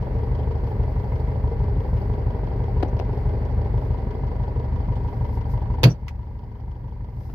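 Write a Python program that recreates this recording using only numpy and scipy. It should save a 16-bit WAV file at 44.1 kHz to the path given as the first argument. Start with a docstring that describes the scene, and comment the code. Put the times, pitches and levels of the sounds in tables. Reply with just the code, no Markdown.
"""Inside a van, at the lifted rear bench, the microphone close to an idling air-cooled flat-four.
Uneven firings boom in the cabin and clatter through the panels; valves tick and clink, the fan rushes.
The wooden seat clicks as it is held and a sleeve brushes the upholstery. The microphone draws back,
the seat drops shut with a knock and muffles the engine; a soft handling bump comes at the end."""
import sys
import numpy as np
from scipy import signal
from scipy.fft import rfft, irfft
from scipy.io import wavfile

SR = 44100
rng = np.random.default_rng(int(sys.argv[2]) if len(sys.argv) > 2 else 0)


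def inscribe(sig):
    """Save sig as 16-bit PCM at rate SR to the path in sys.argv[1].

    A 1-D sig is mono; a 2-D sig holds one channel per row.
    Samples are clipped to [-1, 1] before scaling.
    """
    pcm = np.round(np.clip(np.atleast_2d(sig).T, -1, 1) * 32767)
    wavfile.write(sys.argv[1], SR, pcm.astype(np.int16))


N = 323694
T = np.arange(N) / SR
AGE = T[:SR // 2]  # seconds since a blow
HZ = np.maximum(np.arange(2049) * SR / 4096, 1)
SHUT_S = 5.834


# Each row: one cylinder's exhaust place in the cycle (0-1), exhaust level in dB, knock place (0-1),
# then its thud, clatter and duct levels in dB. Levels in the tables are relative.
CYLINDERS = [(.135, -10, .132, -2, 0, -10), (0.363, -5, .385, -1, -2.5, -1),
             (0.633, -4, .63, -5.5, -4, -10.5), (.873, -0.23, .893, -2.5, 0, -5.5)]
# Each row: cabin air mode in Hz, level in dB, t60 in seconds, polarity at the microphone.
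CABIN_MODES = [(45, -17.5, 0.22, 1), (77.15, -21, 0.42, -1), (98.2, -25.5, 0.26, 1),
               (105.85, -17.5, 0.22, -1), (128.64, -25.5, 0.43, 1), (175.4, -24, 0.08, 1)]
# Each row, here and in every colour: frequency in Hz, spectral level in dB.
RUMBLE_COLOUR = [(20, -41.5), (35, -32.5), (50, 6.5), (80, 8.5), (120, 3), (160, -6), (250, -7.5),
                 (330, -15), (500, -69.5)]
def boom():
    """Unequal exhaust pulses ring the cabin air, whose modes beat into a throb over a steady rumble."""
    place, exhaust_db, *_ = np.transpose(CYLINDERS)
    pulses = strokes(place, exhaust_db, scatter_db=1.3, jitter_s=.0004)
    ring = sum(np.sign(polarity) * undb(db) * decay(t60) * np.cos(2 * np.pi * hz * AGE)
               for hz, db, t60, polarity in CABIN_MODES)
    muffler_hz, leak_hz = 210, 7
    ring = signal.sosfilt(signal.butter(4, muffler_hz, fs=SR, output="sos"), ring)
    ring = signal.sosfilt(signal.butter(1, leak_hz, "high", fs=SR, output="sos"), ring)
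    throb = through(np.r_[pulses[-SR:], pulses], ring)[SR:]  # already ringing at the start
    return throb * np.minimum(T / .0051, 1) + noise(undb(-30), shape(RUMBLE_COLOUR))


# Each row: mode of the bay's steel floor in Hz, level in dB, t60 in seconds.
FLOOR_MODES = [(264.9, -5, 0.13), (401.1, -2, 0.18), (426.7, -4.5, 0.22), (456.2, 1.5, 0.12),
               (508.4, -8.5, 0.26), (573, -1, 0.085), (631, -9, 0.22)]
THUD_COLOUR = [(100, -15), (170, 6.5), (300, -6.5), (480, 10.5), (650, -15), (900, -34), (1500, -34.5),
               (4000, -71.5)]
def block():
    """Each firing thuds through the engine mounts into the floor pan."""
    _, _, place, thud_db, _, _ = np.transpose(CYLINDERS)
    blows = strokes(place, thud_db, scatter_db=1.2, jitter_s=.0009)
    thud = bursts(blows, rise_s=.0012, t60=.08)
    ring = struck_modes(FLOOR_MODES, place, thud_db, scatter_db=3, jitter_s=.0012)
    return noise(undb(-37) * thud, shape(THUD_COLOUR) + panel_db()) + undb(-33.5) * ring


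# Each row: mode of the cooling shrouds in Hz, level in dB, t60 in seconds.
SHROUD_MODES = [(911.5, -1, .05), (954.5, 3, 0.094), (2060, -21.5, .14)]
CLATTER_COLOUR = [(300, -10.5), (600, -8), (820, 0.5), (1000, -6.5), (1150, -8), (1400, -12), (2100, -16.5),
                  (2600, -28), (5000, -38), (8000, -65.5)]
def shrouds():
    """With each firing the tin cooling shrouds clatter and rebound once."""
    _, _, place, _, clatter_db, _ = np.transpose(CYLINDERS)
    delay_cycles, rebound_cycles, rebound_db = .012, .052, -12
    place = np.r_[place, place + rebound_cycles] + delay_cycles
    clatter_db = np.r_[clatter_db, clatter_db + rebound_db]
    blows = strokes(place, clatter_db, scatter_db=0, jitter_s=.00087)
    clatter = bursts(blows, rise_s=.0019, t60=.06)
    ring = struck_modes(SHROUD_MODES, place, clatter_db, scatter_db=1, jitter_s=.0007)
    return noise(undb(-42.5) * clatter, shape(CLATTER_COLOUR) + panel_db()) + undb(-37) * ring


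# Each row: duct mode in Hz, level in dB, t60 in seconds.
DUCT_MODES = [(784, 1, 0.16), (839.4, 2, 0.11)]
def duct():
    """The air duct rings mostly to one cylinder: an accent once a cycle."""
    _, _, place, _, _, duct_db = np.transpose(CYLINDERS)
    delay_cycles = .014
    ring = struck_modes(DUCT_MODES, place + delay_cycles, duct_db, scatter_db=1.5, jitter_s=.0007)
    return undb(-36.5) * ring


FAN_COLOUR = [(88, -22.5), (150, -8), (172, -11.5), (306, -13.5), (425, -10.5), (687, -17.5), (954, -23.5),
              (1070, -23), (1300, -30), (2060, -32), (2550, -42.5), (3750, -53), (4630, -54.5),
              (7350, -70.5), (15000, -60)]
def fan():
    """Cooling air rushes steadily behind the panels."""
    return noise(undb(-40), shape(FAN_COLOUR) + panel_db())


TAPPET_COLOUR = [(1000, -15), (2200, -7.5), (2800, 1.5), (3200, 0.5), (3750, -8.5), (4600, -3.5),
                 (5800, -8.5), (7500, -27.5), (15000, -46.5)]
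def tappet():
    """One valve has too much play and ticks once a cycle; the whole valve train patters faintly."""
    loose = strokes([.128], 0, scatter_db=1.5, jitter_s=.00047)
    patter = strokes(np.arange(8) / 8, -5, scatter_db=1.5, jitter_s=.006)
    return noise(undb(-60) * bursts(loose + patter, rise_s=.00026, t60=.046), shape(TAPPET_COLOUR))


# Each row: place in the cycle (0-1), pitch in Hz, level in dB, t60 in seconds.
VALVE_CLINKS = [(.135, 3220, -63.5, 0.039), (.335, 3200, -64, 0.065), (.41, 4760, -66.5, 0.088),
                (.855, 3200, -67.5, 0.041)]
def valves():
    """Each part of the valve gear clinks at its own place in the cycle, now faintly, now clearly."""
    out, width_hz = 0, 300
    for place, hz, db, t60 in VALVE_CLINKS:
        clinks = bursts(strokes([place], db, scatter_db=1.5, jitter_s=.00044), rise_s=.0003, t60=t60)
        out = out + noise(clinks, -20 * np.log10(1 + ((HZ - hz) / width_hz) ** 2))
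    return out


# Each row: start in seconds, pitch in Hz, bandwidth in Hz, level in dB, t60 in seconds.
LOUD_VALVE_CLINKS = [(.3507, 3200, 200, -61, 0.097), (.389, 3120, 201, -55, .12),
                     (.43, 3150, 199, -56, 0.089), (1.118, 2060, 60, -51, 0.32),
                     (1.1988, 4600, 300, -56, 0.063), (1.272, 2050, 59.5, -50, .26),
                     (2.883, 5800, 300, -57, .04), (4.955, 3400, 400, -54.5, 0.11)]
def loud_valve_clinks():
    """The loudest valve clinks ring briefly, each in a narrow band."""
    out = np.zeros((2, N))
    for s, hz, width_hz, db, t60 in LOUD_VALVE_CLINKS:
        band = signal.butter(1, [hz - width_hz / 2, hz + width_hz / 2], "band", fs=SR, output="sos")
        ring = signal.sosfilt(band, rng.standard_normal((2, len(AGE))))
        add(out, s, ring / ring.std() * undb(db) * decay(t60))
    return out


# Each row: start in seconds, crack level in dB, hollow wood level in dB, t60 in seconds.
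SEAT_CONTACTS = [(5.8326, -18, -30, 0.039), (5.838, -17, -21.5, 0.05), (5.8495, -39, -18, 0.18)]
# Each row: mode of the box under the seat in Hz, level in dB, time to full swing in seconds.
BOX_MODES = [(124, -3.5, 0.021), (161.6, -13.5, 0.027), (209, -21, 0.025), (269, -33, 0.026),
             (535, -24.5, 0.011), (703, -42, .012)]
# One click: start in seconds, level in dB, t60 in seconds.
LATCH_CLICK = (6.0815, -38.5, .07)
CRACK_COLOUR = [(150, -44), (250, -18), (525, -5), (669, -23.5), (809, -10.5), (1330, -21.5), (2240, -15.5),
                (2400, -11.5), (4240, -17), (4630, -9.5), (5410, -27), (6210, -23), (7900, -38.5),
                (13500, -30), (15500, -40)]
SQUEAK_COLOUR = [(3000, -37.5), (5300, -12), (5750, 3), (6200, -11.5), (6800, -17), (7500, -32)]
LATCH_COLOUR = [(250, -13), (710, -17), (1200, -2), (1480, -10), (1610, -7), (2290, -3), (3680, -16),
                (6110, -18.5), (8130, -32), (15000, -29)]
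def seat_landing():
    """The seat lands; the box under it swells into a boom, a hinge squeaks and the latch settles."""
    landing = knocks(SEAT_CONTACTS, shape(CRACK_COLOUR), tail_db=-25, tail_t60=.17)
    box = np.zeros(N)
    for hz, db, peak_s in BOX_MODES:
        swell = (AGE / peak_s * np.exp(1 - AGE / peak_s)) ** 1.6
        add(box, SHUT_S, undb(db) * swell * np.sin(2 * np.pi * hz * AGE))
    squeak = noise(undb(-48) * np.exp(-((T - 5.912) / .017) ** 2), shape(SQUEAK_COLOUR))
    latch_s, latch_db, latch_t60 = LATCH_CLICK
    latch = noise(undb(latch_db) * fade(latch_t60, latch_s), shape(LATCH_COLOUR))
    return pan(landing, left_db=-1) + box + squeak + latch


# Each row: frame mode in Hz, level in dB, t60 in seconds.
FRAME_MODES = [(980, 0, .15), (1730, -3, .08), (2380, -0.5, .1), (2640, 1, .1), (3200, -6, .1),
               (4360, 4, 0.077)]
def seat_frame():
    """The hardest contact rings the seat frame; each channel picks up the modes in its own phase."""
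    out, hardest_s = np.zeros((2, N)), SEAT_CONTACTS[1][0]
    for hz, db, t60 in FRAME_MODES:
        phase = 2 * np.pi * (hz * AGE + rng.random((2, 1)))
        add(out, hardest_s, undb(db - 27) * decay(t60) * np.sin(phase))
    return out


# Each row: start in seconds, tick level in dB, hollow body level in dB, t60 in seconds.
CLICKS_AND_BUMP = [(2.8272, -31, -20, 0.014), (2.8312, -32, -15.5, 0.019), (2.9929, -28.5, -31.5, 0.0046),
                   (2.9984, -30.5, -24, 0.0093), (7.298, -60, -39.5, 0.069)]
# Each row: mode of the seat board in Hz, level in dB, t60 in seconds.
BOARD_MODES = [(350, -10, .035), (690, -1, .022)]
TICK_COLOUR = [(600, 11.5), (1200, -7.5), (2400, 0), (4000, -4.5), (5800, -12), (7500, -36.5), (10000, -27),
               (15000, -33)]
def clicks_and_bump():
    """To the left, wooden clicks and knocks, and a soft handling bump at the end; each rings hollow."""
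    clicks = knocks(CLICKS_AND_BUMP, shape(TICK_COLOUR), tail_db=-29, tail_t60=.22)
    ring = sum(undb(db) * decay(t60) * np.sin(2 * np.pi * hz * AGE) for hz, db, t60 in BOARD_MODES)
    for s, _, body_db, _ in CLICKS_AND_BUMP:
        add(clicks, s, undb(body_db) * ring)
    return pan(clicks, left_db=6)


# Each row: middle of a brush in seconds, half length in seconds, level in dB.
SLEEVE_BRUSHES = [(.2, 0.22, -81.5), (.69, 0.059, -75), (1.05, .3, -79), (1.977, 0.17, -75),
                  (3.223, 0.14, -80), (3.837, 0.071, -74.5), (5.198, 0.2, -77), (5.352, .03, -67),
                  (5.52, 0.028, -64), (7.259, 0.094, -71.5)]
CLOTH_COLOUR = [(2000, -20), (5000, 0), (8000, -15.5), (10000, -11.5), (12500, -1.5), (14500, -8.5),
                (16000, -15)]
def sleeve():
    """Cloth rustles faintly throughout; each brush on the upholstery swells and fades."""
    swells = sum(undb(db) * np.exp(-((T - s) / half) ** 2) for s, half, db in SLEEVE_BRUSHES)
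    return noise(undb(-82.5) + swells, shape(CLOTH_COLOUR))


WOOD_COLOUR = [(120, -29), (290, 6), (450, 1), (680, -4), (900, -16.5), (1500, -17), (4000, -54)]
def knocks(contacts, colour, tail_db, tail_t60):
    """Each contact is a bright crack and a hollow, woody body, with a short tail from the cabin."""
    crack = wood = 0
    for s, crack_db, wood_db, t60 in contacts:
        envelope = fade(t60, s) + undb(tail_db) * fade(tail_t60, s)
        crack += undb(crack_db) * envelope
        wood += undb(wood_db) * envelope
    return noise(crack, colour) + noise(wood, shape(WOOD_COLOUR))


# The idle hunts slowly. Each row: time in seconds, firings per second.
FIRING_RATE = [(0.0, 23.75), (0.41, 25.21), (0.82, 24.289), (1.22, 25.401), (1.63, 24.407), (2.07, 23.875),
               (2.54, 23.953), (3.38, 24.907), (4.11, 24.131), (4.52, 24.682), (5.21, 24.645),
               (5.71, 24.143), (6.12, 24.777), (7.34, 24.237)]
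def strokes(places, db, scatter_db, jitter_s):
    """Impulses at set places in each four-firing cycle, scattered in size and time."""
    clock, step = np.linspace(0, T[-1], 4000, retstep=True)
    rate = np.interp(clock[1:], *np.transpose(FIRING_RATE))
    cycles = np.cumsum(np.r_[0, rate]) * step / 4
    due = np.arange(int(cycles[-1]) + 1)[:, None] + np.asarray(places)
    size, late = rng.standard_normal((2,) + due.shape)
    seconds = np.interp(due, cycles, clock, right=T[-1] + 1) + jitter_s * late
    at = (seconds * SR).astype(int)
    inside, out = (at >= 0) & (at < N), np.zeros(N)
    out[at[inside]] = undb(db + scatter_db * size)[inside]
    return out


def struck_modes(modes, places, db, scatter_db, jitter_s):
    """Every blow starts all modes, each a little differently; a second, sideways ring adds width."""
    mid, side, rise_s = 0, 0, .0015
    blows = np.array([strokes(places, db, 0, jitter_s) for _ in range(2)])
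    struck = np.nonzero(blows)
    for hz, mode_db, t60 in modes:
        # a slow pole minus a fast one: the ring takes a moment to build
        turn = 2 * np.pi * hz / SR
        radii = np.exp(-np.log(1000) / t60 / SR), np.exp(-1 / rise_s / SR)
        slow, fast = ([1, -2 * r * np.cos(turn), r * r] for r in radii)
        push = blows + 1e-18
        push[struck] *= undb(mode_db + scatter_db * rng.standard_normal(1000)[:len(struck[0])])
        ring = signal.lfilter(np.sin(turn) * np.subtract(fast, slow), np.convolve(slow, fast), push)
        mid += ring[0]
        side += ring[1] * undb(np.interp(hz, *np.transpose(STEREO_WIDTH)))
    return np.array([mid + side, mid - side])


# Each row: centre in Hz, width in Hz, gain in dB.
PANEL_BANDS = [(416, 29, 2), (674, 51, -2.5), (823, 19, 5.5), (920, 30, 3), (1295, 150, -2.5),
               (2060, 54, 2.5), (3100, 220, -1), (4570, 1100, 7.5)]
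def panel_db():
    """Resonances and dips of the sheet metal around the engine bay."""
    return sum(db / (1 + (2 * (HZ - hz) / width) ** 2) for hz, width, db in PANEL_BANDS)


# Each row: frequency in Hz, side minus mid level at the microphone in dB.
STEREO_WIDTH = [(60, -17), (130, -12.5), (220, -16.5), (380, -9), (700, -8), (1300, -1), (2400, -0.5),
                (5000, 0)]
def noise(envelope, db):
    """Stereo noise of the given envelope and colour; the treble arrives from all sides."""
    rings = response(db), response(db + shape(STEREO_WIDTH))
    mid, side = (through(envelope * rng.standard_normal(N), r) for r in rings)
    return np.array([mid + side, mid - side]) / np.linalg.norm(rings[0])


def bursts(pulses, rise_s, t60):
    """Each impulse swells and dies away."""
    return np.abs(through(pulses, decay(t60) * (1 - np.exp(-AGE / rise_s))))


def decay(t60):
    """Exponential fall from 1, by 60 dB in t60 seconds."""
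    return np.exp(-np.log(1000) * AGE / t60)


def fade(t60, start):
    """Envelope with a sudden onset and exponential decay."""
    out = np.zeros(N)
    add(out, start, decay(t60))
    return out


def shape(points):
    """A (Hz, dB) table on the filter's frequency grid."""
    hz, db = np.transpose(points)
    return np.interp(np.log(HZ), np.log(hz), db)


def response(db):
    """Causal impulse response with the given gain curve."""
    cepstrum = irfft(np.log(undb(db)))
    half = len(cepstrum) // 2
    folded = np.r_[cepstrum[0], 2 * cepstrum[1:half], np.zeros(half)]
    return irfft(np.exp(rfft(folded)))


def through(x, ring):
    """Drive an impulse response with x."""
    return signal.oaconvolve(x, ring)[:len(x)]


def add(track, s, sound):
    """Mix a sound into a track at time s."""
    start = int(s * SR)
    track[..., start:start + sound.shape[-1]] += sound[..., :N - start]


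def pan(x, left_db):
    """Set the left channel left_db above the right."""
    return x * undb([[left_db / 2], [-left_db / 2]])


def undb(db):
    """Decibels to gain."""
    return 10 ** (np.asarray(db) / 20)


# Each row: time in seconds, microphone position from 0 out in the cabin to 1 at the engine wall.
MIC_REACH = [(0, 0.99), (1.5, 0.75), (2.5, 1), (3.5, 1), (4.8, 0.35), (5.7, 0)]
# Each row: frequency in Hz, the engine's left minus right level in dB.
ENGINE_BALANCE = [(60, 1.38), (200, 0.3), (700, 2), (1300, -1.5), (2400, -2), (4400, -6), (15000, -0.5)]
def scene():
    """Close in, the floor pan grows and the shrouds recede; the shut seat shields the microphone."""
    seal_s = .075
    shut = np.clip((T - SHUT_S) / seal_s, 0, 1)
    reach = np.interp(T, *np.transpose(MIC_REACH))
    floor_db, shroud_db = -4.5 + 6 * reach, 1.5 - 3.5 * reach
    engine = (boom() * undb(.11 * floor_db - 7.4 * shut)
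              + block() * undb(floor_db - 15 * shut)
              + shrouds() * undb(shroud_db - 10.9 * shut)
              + duct() * undb(.26 * floor_db - 11 * shut)
              + fan() * undb(.6 * floor_db - 8.1 * shut)
              + (tappet() + valves()) * undb(-8.5 * shut)
              + loud_valve_clinks())
    lean_db = shape(ENGINE_BALANCE) / 2
    engine = np.array([through(engine[0], response(lean_db)), through(engine[1], response(-lean_db))])
    return engine + clicks_and_bump() + seat_landing() + sleeve() + seat_frame()


def record(dry):
    """The phone's microphone channels clip at full scale and lose the top of the treble."""
    top_hz = 15850
    return signal.sosfilt(signal.ellip(10, .2, 80, top_hz, fs=SR, output="sos"), np.clip(dry, -1, 1))


dry = scene()
out = record(dry)
inscribe(out)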